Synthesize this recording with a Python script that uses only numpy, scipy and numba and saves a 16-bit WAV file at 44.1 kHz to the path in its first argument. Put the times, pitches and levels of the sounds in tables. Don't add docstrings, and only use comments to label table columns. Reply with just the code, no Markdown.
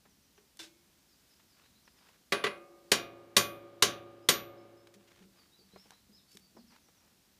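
import sys
import numpy as np
from scipy import signal
from scipy.fft import rfft, irfft
from scipy.io import wavfile
from scipy.ndimage import uniform_filter1d
from numba import njit

SR = 44100
rng = np.random.default_rng(int(sys.argv[2]) if len(sys.argv) > 2 else 0)


def file_out(sig):
    cols = np.atleast_2d(sig).T
    lim = np.clip(cols, -1, 1)
    pcm = np.round(lim * 32767).astype(np.int16)
    wavfile.write(sys.argv[1], SR, pcm)


N = 325899
TIME = np.arange(2 * SR) / SR

# (time [s], strength [dB], treble [dB], log knock [dB], lower head ping [dB], upper head ping [dB])
HAMMER_BLOWS = [(2.3208, 0.5, -14.5, 4.5, 0.5, -15), (2.438, -3, -16.5, 6, -1, -21),
                (2.4640, -8, -21, 3, -3.5, -17), (2.9160, 4.5, -1.5, -2.5, -2.5, -3),
                (3.3650, 6, 1, 1.5, 8, 7.5), (3.8222, 6, 0.5, 0.5, -2, -5), (4.2868, 6, 0.5, 1, -3.5, 11.5)]
# (frequency [Hz], level [dB], t60 [s])
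CLAMP_MODES = [(588, -46, .4), (685, -51, .55), (1040, -39, .16), (1134, -40, .38), (1366, -46, .36),
               (1569, -43, .33), (1642, -40, .2), (1985, -28, .11), (2080, -44, .33), (2466, -39, .38),
               (2978, -35, .15), (3176, -37, .23), (3535, -41, .32), (3750, -45, .29), (3885, -33, .15),
               (4102, -38, .18), (4497, -33, .14), (4643, -33, .16), (4890, -44, .25), (5443, -35, .17),
               (5760, -39, .24), (5809, -41, .22), (6198, -33, .2), (6601, -43, .19), (6868, -41, .22),
               (7030, -37, .16), (10495, -45, .17), (10950, -45, .14)]
# (frequency [Hz], level [dB], t60 [s])
BED_MODES = [(110, -62, 2.2), (267, -64, 1.8), (321, -60, 1.4), (345, -50, 1.8), (352, -57, 1.3),
             (385, -60, 1.2), (402, -58, 1.5), (539, -57, 1.3), (565, -50, 1.45), (590, -61, 1.2),
             (631, -63, 1.2), (730, -59, 1.2), (761, -62, 1.1), (1128, -60, 1.0), (1217, -52, 1.1),
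             (1224, -58, 1.0), (2198, -64, 1.0)]
# (frequency [Hz], level [dB], t60 [s])
LOG_MODES = [(50, -46, .06), (110, -42.5, 0.24), (203, -42.5, 0.33), (400.6, -32, 0.15), (436, -31, 0.092),
             (493, -36.5, 0.025), (554, -40.5, 0.15), (1150, -39, .25)]
# (frequency [Hz], level [dB], t60 [s])
HEAD_MODES = [(9798, -45, .3), (13893, -43, .31)]
# (frequency [Hz], clank level [dB], rattle level [dB], rattle t60 [s], bed wash level [dB])
DENSE_VIBRATION = [(40, -51.5, -66, 0.55, -88.5), (110, -35.5, -48.5, 0.7, -67),
                   (220, -35.5, -40.5, 0.37, -59), (430, -28, -33, 0.35, -53.5), (824, -34, -40, .28, -60),
                   (1410, -26, -31, .29, -61), (2530, -20, -29.5, 0.32, -61.5),
                   (3800, -13, -25, .27, -63.5), (6100, -20.5, -22.5, 0.14, -80),
                   (10200, -22, -24.5, 0.15, -92), (15300, -31, -36.5, 0.11, -99)]
# (time [s], level [dB])
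TOOL_CLINKS = [(0.5918, -1.5), (0.5973, -3.5), (0.6301, -5.5)]
# (frequency [Hz], level [dB], t60 [s])
TOOL_MODES = [(322, -56, .45), (345, -56, .9), (590, -66, .4), (1560, -62, .2), (2196, -80, 1.2),
              (2433, -80, 1.0), (3537, -50, .18), (3880, -52, .16), (4021, -57, .27), (5184, -57, .16),
              (5346, -59, .16), (6428, -57, .12)]
# (time [s], level [dB])
LOG_BUMPS = [(0.055, -11.5), (4.947, -4), (5.206, 0), (5.590, -5.5), (5.734, -1.5), (6.094, -6.5),
             (6.35, -6), (6.55, -2.5)]
# (frequency [Hz], level [dB], width [octaves], t60 [s])
HOLLOW_BANDS = [(194.8, -55, .06, 0.51), (386, -60, .25, 0.24)]
# (time [s], level [dB], centre [Hz], t60 [s])
WOOD_KNOCKS = [(0.053, -60, 1100, .09), (0.377, -58, 1490, 0.066), (0.571, -50, 7000, 0.014),
               (1.396, -62, 2010, 0.075), (1.877, -53, 1770, 0.041), (4.871, -48.5, 3020, 0.026),
               (4.940, -53.5, 4500, 0.078), (5.760, -46.5, 790, 0.045), (5.855, -60.5, 402, .1),
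               (5.9066, -42, 3040, 0.012), (5.919, -57, 994, .11), (6.371, -43.5, 4960, 0.016),
               (6.566, -51, 500, 0.11), (6.886, -63, 915, 0.059)]
# (time [s], level [dB], centre [Hz], t60 [s])
RINGING_KNOCKS = [(0.379, -60.5, 405, 0.2), (6.576, -55.5, 237, 0.56)]
# (time [s], length [s], level [dB], centre [Hz])
BARK_RUBS = [(1.153, 0.38, -76.5, 5130), (1.54, 0.15, -68.5, 2050), (1.943, 0.24, -67.5, 1880),
             (4.979, 0.28, -65.5, 2520), (5.323, 0.16, -69.5, 1810), (5.658, 0.37, -69.5, 3460),
             (6.28, 0.13, -66.5, 7100), (6.695, 0.095, -63.5, 1580), (6.95, 0.21, -74, 1178)]
# (time [s], notes [count], spacing [s], mid-note pitch [Hz], sweep [octaves], level [dB])
BIRD_PHRASES = [(0.078, 3, 0.13, 5900, -0.31, -75), (1.087, 3, .198, 4920, -0.33, -69.5),
                (1.62, 2, 0.11, 4030, 0.28, -72), (1.835, 2, 0.12, 5100, -0.54, -70),
                (4.205, 1, .2, 5180, .15, -68.5), (4.56, 2, .195, 5230, .1, -68),
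                (5.365, 2, 0.2, 4580, -.25, -65), (5.505, 3, 0.2, 3960, .2, -67.5),
                (5.765, 2, .35, 5140, 0.2, -61.5), (6.15, 1, .2, 3900, -0.53, -68),
                (6.27, 2, 0.13, 4490, 0.089, -66.5), (6.3, 1, .2, 5300, 0.16, -66),
                (6.555, 2, .11, 4770, -0.65, -66.5), (6.685, 3, 0.13, 5890, -.3, -72)]
# (frequency [Hz], relative level [dB])
AIR_SPECTRUM = [(20, -22.5), (45, -6), (70, -0.5), (100, -5.5), (200, -2), (310, -6), (450, -12),
                (1000, -15), (2200, -16.5), (5000, -14), (9000, -19.5), (15000, -20)]

BODY_DB, RING_DB, HUM_DB = 2.06, 1.0, -0.2
KNOCK_OCTAVES, RINGING_OCTAVES = 1.17, .11
CATCH_S = .006
NOTE_S, NOTE_EASE = .066, 1.5
AIR_DB = -67.5
TOP_HZ = 15300


def hammer(rise_s=.0022):
    out = np.zeros(N)
    steel = weak_modes()
    attack = 1 - np.exp(-(TIME / rise_s) ** 2)
    for s, db, treble_db, knock_db, *ping_db in HAMMER_BLOWS:
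        clamp = undb(RING_DB) * ring(CLAMP_MODES, BODY_DB, treble_db, scatter_db=2.5)
        log = undb(knock_db) * ring(LOG_MODES, BODY_DB, treble_db)
        bed = undb(HUM_DB) * ring(BED_MODES, BODY_DB, treble_db)
        head = sum(undb(ping) * ring([mode]) for ping, mode in zip(ping_db, HEAD_MODES))
        remaining = max(1 - undb(db), 0)
        out = out * np.interp(np.arange(N) / SR, [s, s + .03], [1, remaining])
        blow = clank(steel, BODY_DB, treble_db) + clamp + log + bed + head
        add(out, s, undb(db) * attack * blow)
    return out


def clank(steel, body_db, treble_db, chatter_s=0.0044, clank_t60=.045, wash_t60=1.8, grit_db=-10):
    mode_hz, strength = steel
    phases = np.exp(2j * np.pi * rng.random(len(mode_hz)))
    struck = strength * undb(2 * rng.standard_normal(len(mode_hz))) * phases
    lines = np.zeros(len(TIME) // 2 + 1, complex)
    lines[(mode_hz * len(TIME) / SR).astype(int)] = struck
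    tones = irfft(lines)
    chatter = rng.standard_normal(len(TIME))
    burst = np.minimum(1, fade(clank_t60) * np.exp(np.log(1000) * chatter_s / clank_t60))
    body_hz, *columns = np.transpose(DENSE_VIBRATION)
    out = 0
    for hz in np.geomspace(40, 14500, 18):
        clank_db, rattle_db, t60, wash_db = (np.interp(np.log(hz), np.log(body_hz), c) for c in columns)
        rattle = undb(rattle_db) * fade(t60)
        wash = undb(wash_db) * fade(wash_t60)
        noisy = (undb(clank_db) * burst + undb(grit_db) * rattle) * band(chatter, hz, 1 / 4)
        ringing = np.hypot(rattle, wash) * band(tones, hz, 1 / 4)
        out = out + undb(contact_db(hz, body_db, treble_db)) * (noisy + ringing) / 2
    return out


def weak_modes(count=300, peaks=70, peaks_db=4):
    place = (np.arange(count) + rng.random(count)) / count
    hz = 30 + 5000 * place + 10500 * place ** 3
    grouping = np.interp(place, np.linspace(0, 1, peaks), rng.standard_normal(peaks))
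    groups_db = peaks_db * np.sqrt(place) * grouping
    return hz, undb(groups_db + 3 * rng.standard_normal(count))


def ring(modes, body_db=0, treble_db=0, scatter_db=1, rise_cycles=0.6):
    out = 0
    for hz, db, t60 in modes:
        gain = undb(db + contact_db(hz, body_db, treble_db) + scatter_db * rng.standard_normal())
        swell = 1 - np.exp(-TIME * hz / rise_cycles)
        out = out + gain * swell * fade(t60) * np.sin(2 * np.pi * (hz * TIME + rng.random()))
    return np.sqrt(2) * out


def contact_db(hz, body_db, treble_db):
    corners_hz = [120, 400, 1100, 2300, 6000]
    return np.interp(np.log(hz), np.log(corners_hz), [treble_db / 2, body_db, body_db, 0, treble_db])


def tool(scrape_db=-46, scrape_hz=4600, scrape_t60=0.19, wood_db=-55, wood_hz=1200):
    out = np.zeros(N)
    for s, db in TOOL_CLINKS:
        noise = rng.standard_normal(len(TIME))
        scrape = undb(scrape_db) * band(noise, scrape_hz, octaves=0.86)
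        wood = undb(wood_db) * band(noise, wood_hz, octaves=2.2)
        add(out, s, undb(db) * ((scrape + wood) * fade(scrape_t60) + ring(TOOL_MODES, rise_cycles=5.8)))
    return out


def handling(grit_db=3.5):
    out = np.zeros(N)
    for s, db in LOG_BUMPS:
        add(out, s, sum(knock(db + mode_db, hz, octaves, t60) for hz, mode_db, octaves, t60 in HOLLOW_BANDS))
    for s, db, hz, t60 in WOOD_KNOCKS:
        add(out, s, knock(db, hz, KNOCK_OCTAVES, t60))
    for s, db, hz, t60 in RINGING_KNOCKS:
        add(out, s, knock(db, hz, RINGING_OCTAVES, t60))
    for s, length, db, hz in BARK_RUBS:
        catches = undb(grit_db * rng.standard_normal(len(TIME)))[(TIME / CATCH_S).astype(int)]
        grains = band(catches * rng.standard_normal(len(TIME)), hz, octaves=1.32)
        stroke = np.sqrt(np.abs(np.sin(np.pi * np.minimum(TIME / length, 1))))
        add(out, s, undb(db) * stroke * grains)
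    return out


def knock(db, hz, octaves, t60, rise_cycles=0.19):
    attack = 1 - np.exp(-TIME * hz / rise_cycles)
    return undb(db) * attack * fade(t60) * band(rng.standard_normal(len(TIME)), hz, octaves)


def bird(direct_db=-4, trees_db=-3.0, trees_t60=0.37, scatter=0.027):
    out = np.zeros(N)
    u = np.linspace(0, 1, int(NOTE_S * SR))
    glide = .5 ** NOTE_EASE - (1 - u) ** NOTE_EASE
    for s, count, spacing, pitch_hz, sweep, db in BIRD_PHRASES:
        for k in range(round(count)):
            hz = pitch_hz * (1 + scatter * rng.standard_normal()) * 2 ** (sweep * glide)
            whistle = np.sqrt(2) * np.sin(np.pi * u) * np.sin(2 * np.pi * np.cumsum(hz) / SR)
            add(out, s + k * spacing, undb(db) * whistle)
    trees = rng.standard_normal(len(TIME)) * fade(trees_t60)
    scattered = signal.fftconvolve(out, trees / np.linalg.norm(trees))[:N]
    return undb(direct_db) * out + undb(trees_db) * scattered


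def air(rumble_hz=400):
    noise = undb(AIR_DB) * unit(colour(rng.standard_normal(N), *np.transpose(AIR_SPECTRUM)))
    low = lowpass(noise, rumble_hz)
    hiss = noise - low
    return hiss * undb(.5 * walk(1.0)) + low * undb(2 * walk(13))


def undb(db):
    return 10 ** (np.asarray(db) / 20)


def unit(x):
    return x / np.sqrt(np.mean(x ** 2))


def fade(t60):
    return np.exp(-np.log(1000) * TIME / t60)


def add(out, s, x):
    i = max(int(s * SR), 0)
    out[i:i + len(x)] += x[:N - i]


def colour(x, hz, db):
    f = np.maximum(np.fft.rfftfreq(len(x), 1 / SR), 1)
    return irfft(rfft(x) * undb(np.interp(np.log(f), np.log(hz), db)), len(x))


def band(x, hz, octaves):
    f = np.maximum(np.fft.rfftfreq(len(x), 1 / SR), 1)
    bell = np.exp(-.5 * (np.log2(f / hz) / octaves) ** 2)
    return unit(irfft(rfft(x) * bell / np.sqrt(f), len(x)))


def lowpass(x, hz):
    return signal.sosfilt(signal.butter(2, min(hz, SR / 3), fs=SR, output="sos"), x)


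def walk(rate):
    steps = rng.standard_normal(1024)
    return np.interp(np.arange(N) / SR * rate, np.arange(len(steps)), steps)


@njit
def peak_hold(x, release):
    out, e = np.empty(len(x)), 0.
    for i in range(len(x)):
        e = max(abs(x[i]), e * release)
        out[i] = e
    return out


def scene():
    return (hammer() + tool() + handling() + bird() + air())[None]


def record(dry, knee_db=-25, slope=.3, release_s=.33):
    peaks = uniform_filter1d(peak_hold(dry[0], np.exp(-1 / (release_s * SR))), size=128)
    gain = np.maximum(peaks / undb(knee_db), 1) ** -slope
    return signal.sosfilt(signal.ellip(10, .2, 70, TOP_HZ, fs=SR, output="sos"), dry * gain)


dry = scene()
out = record(dry)
file_out(out)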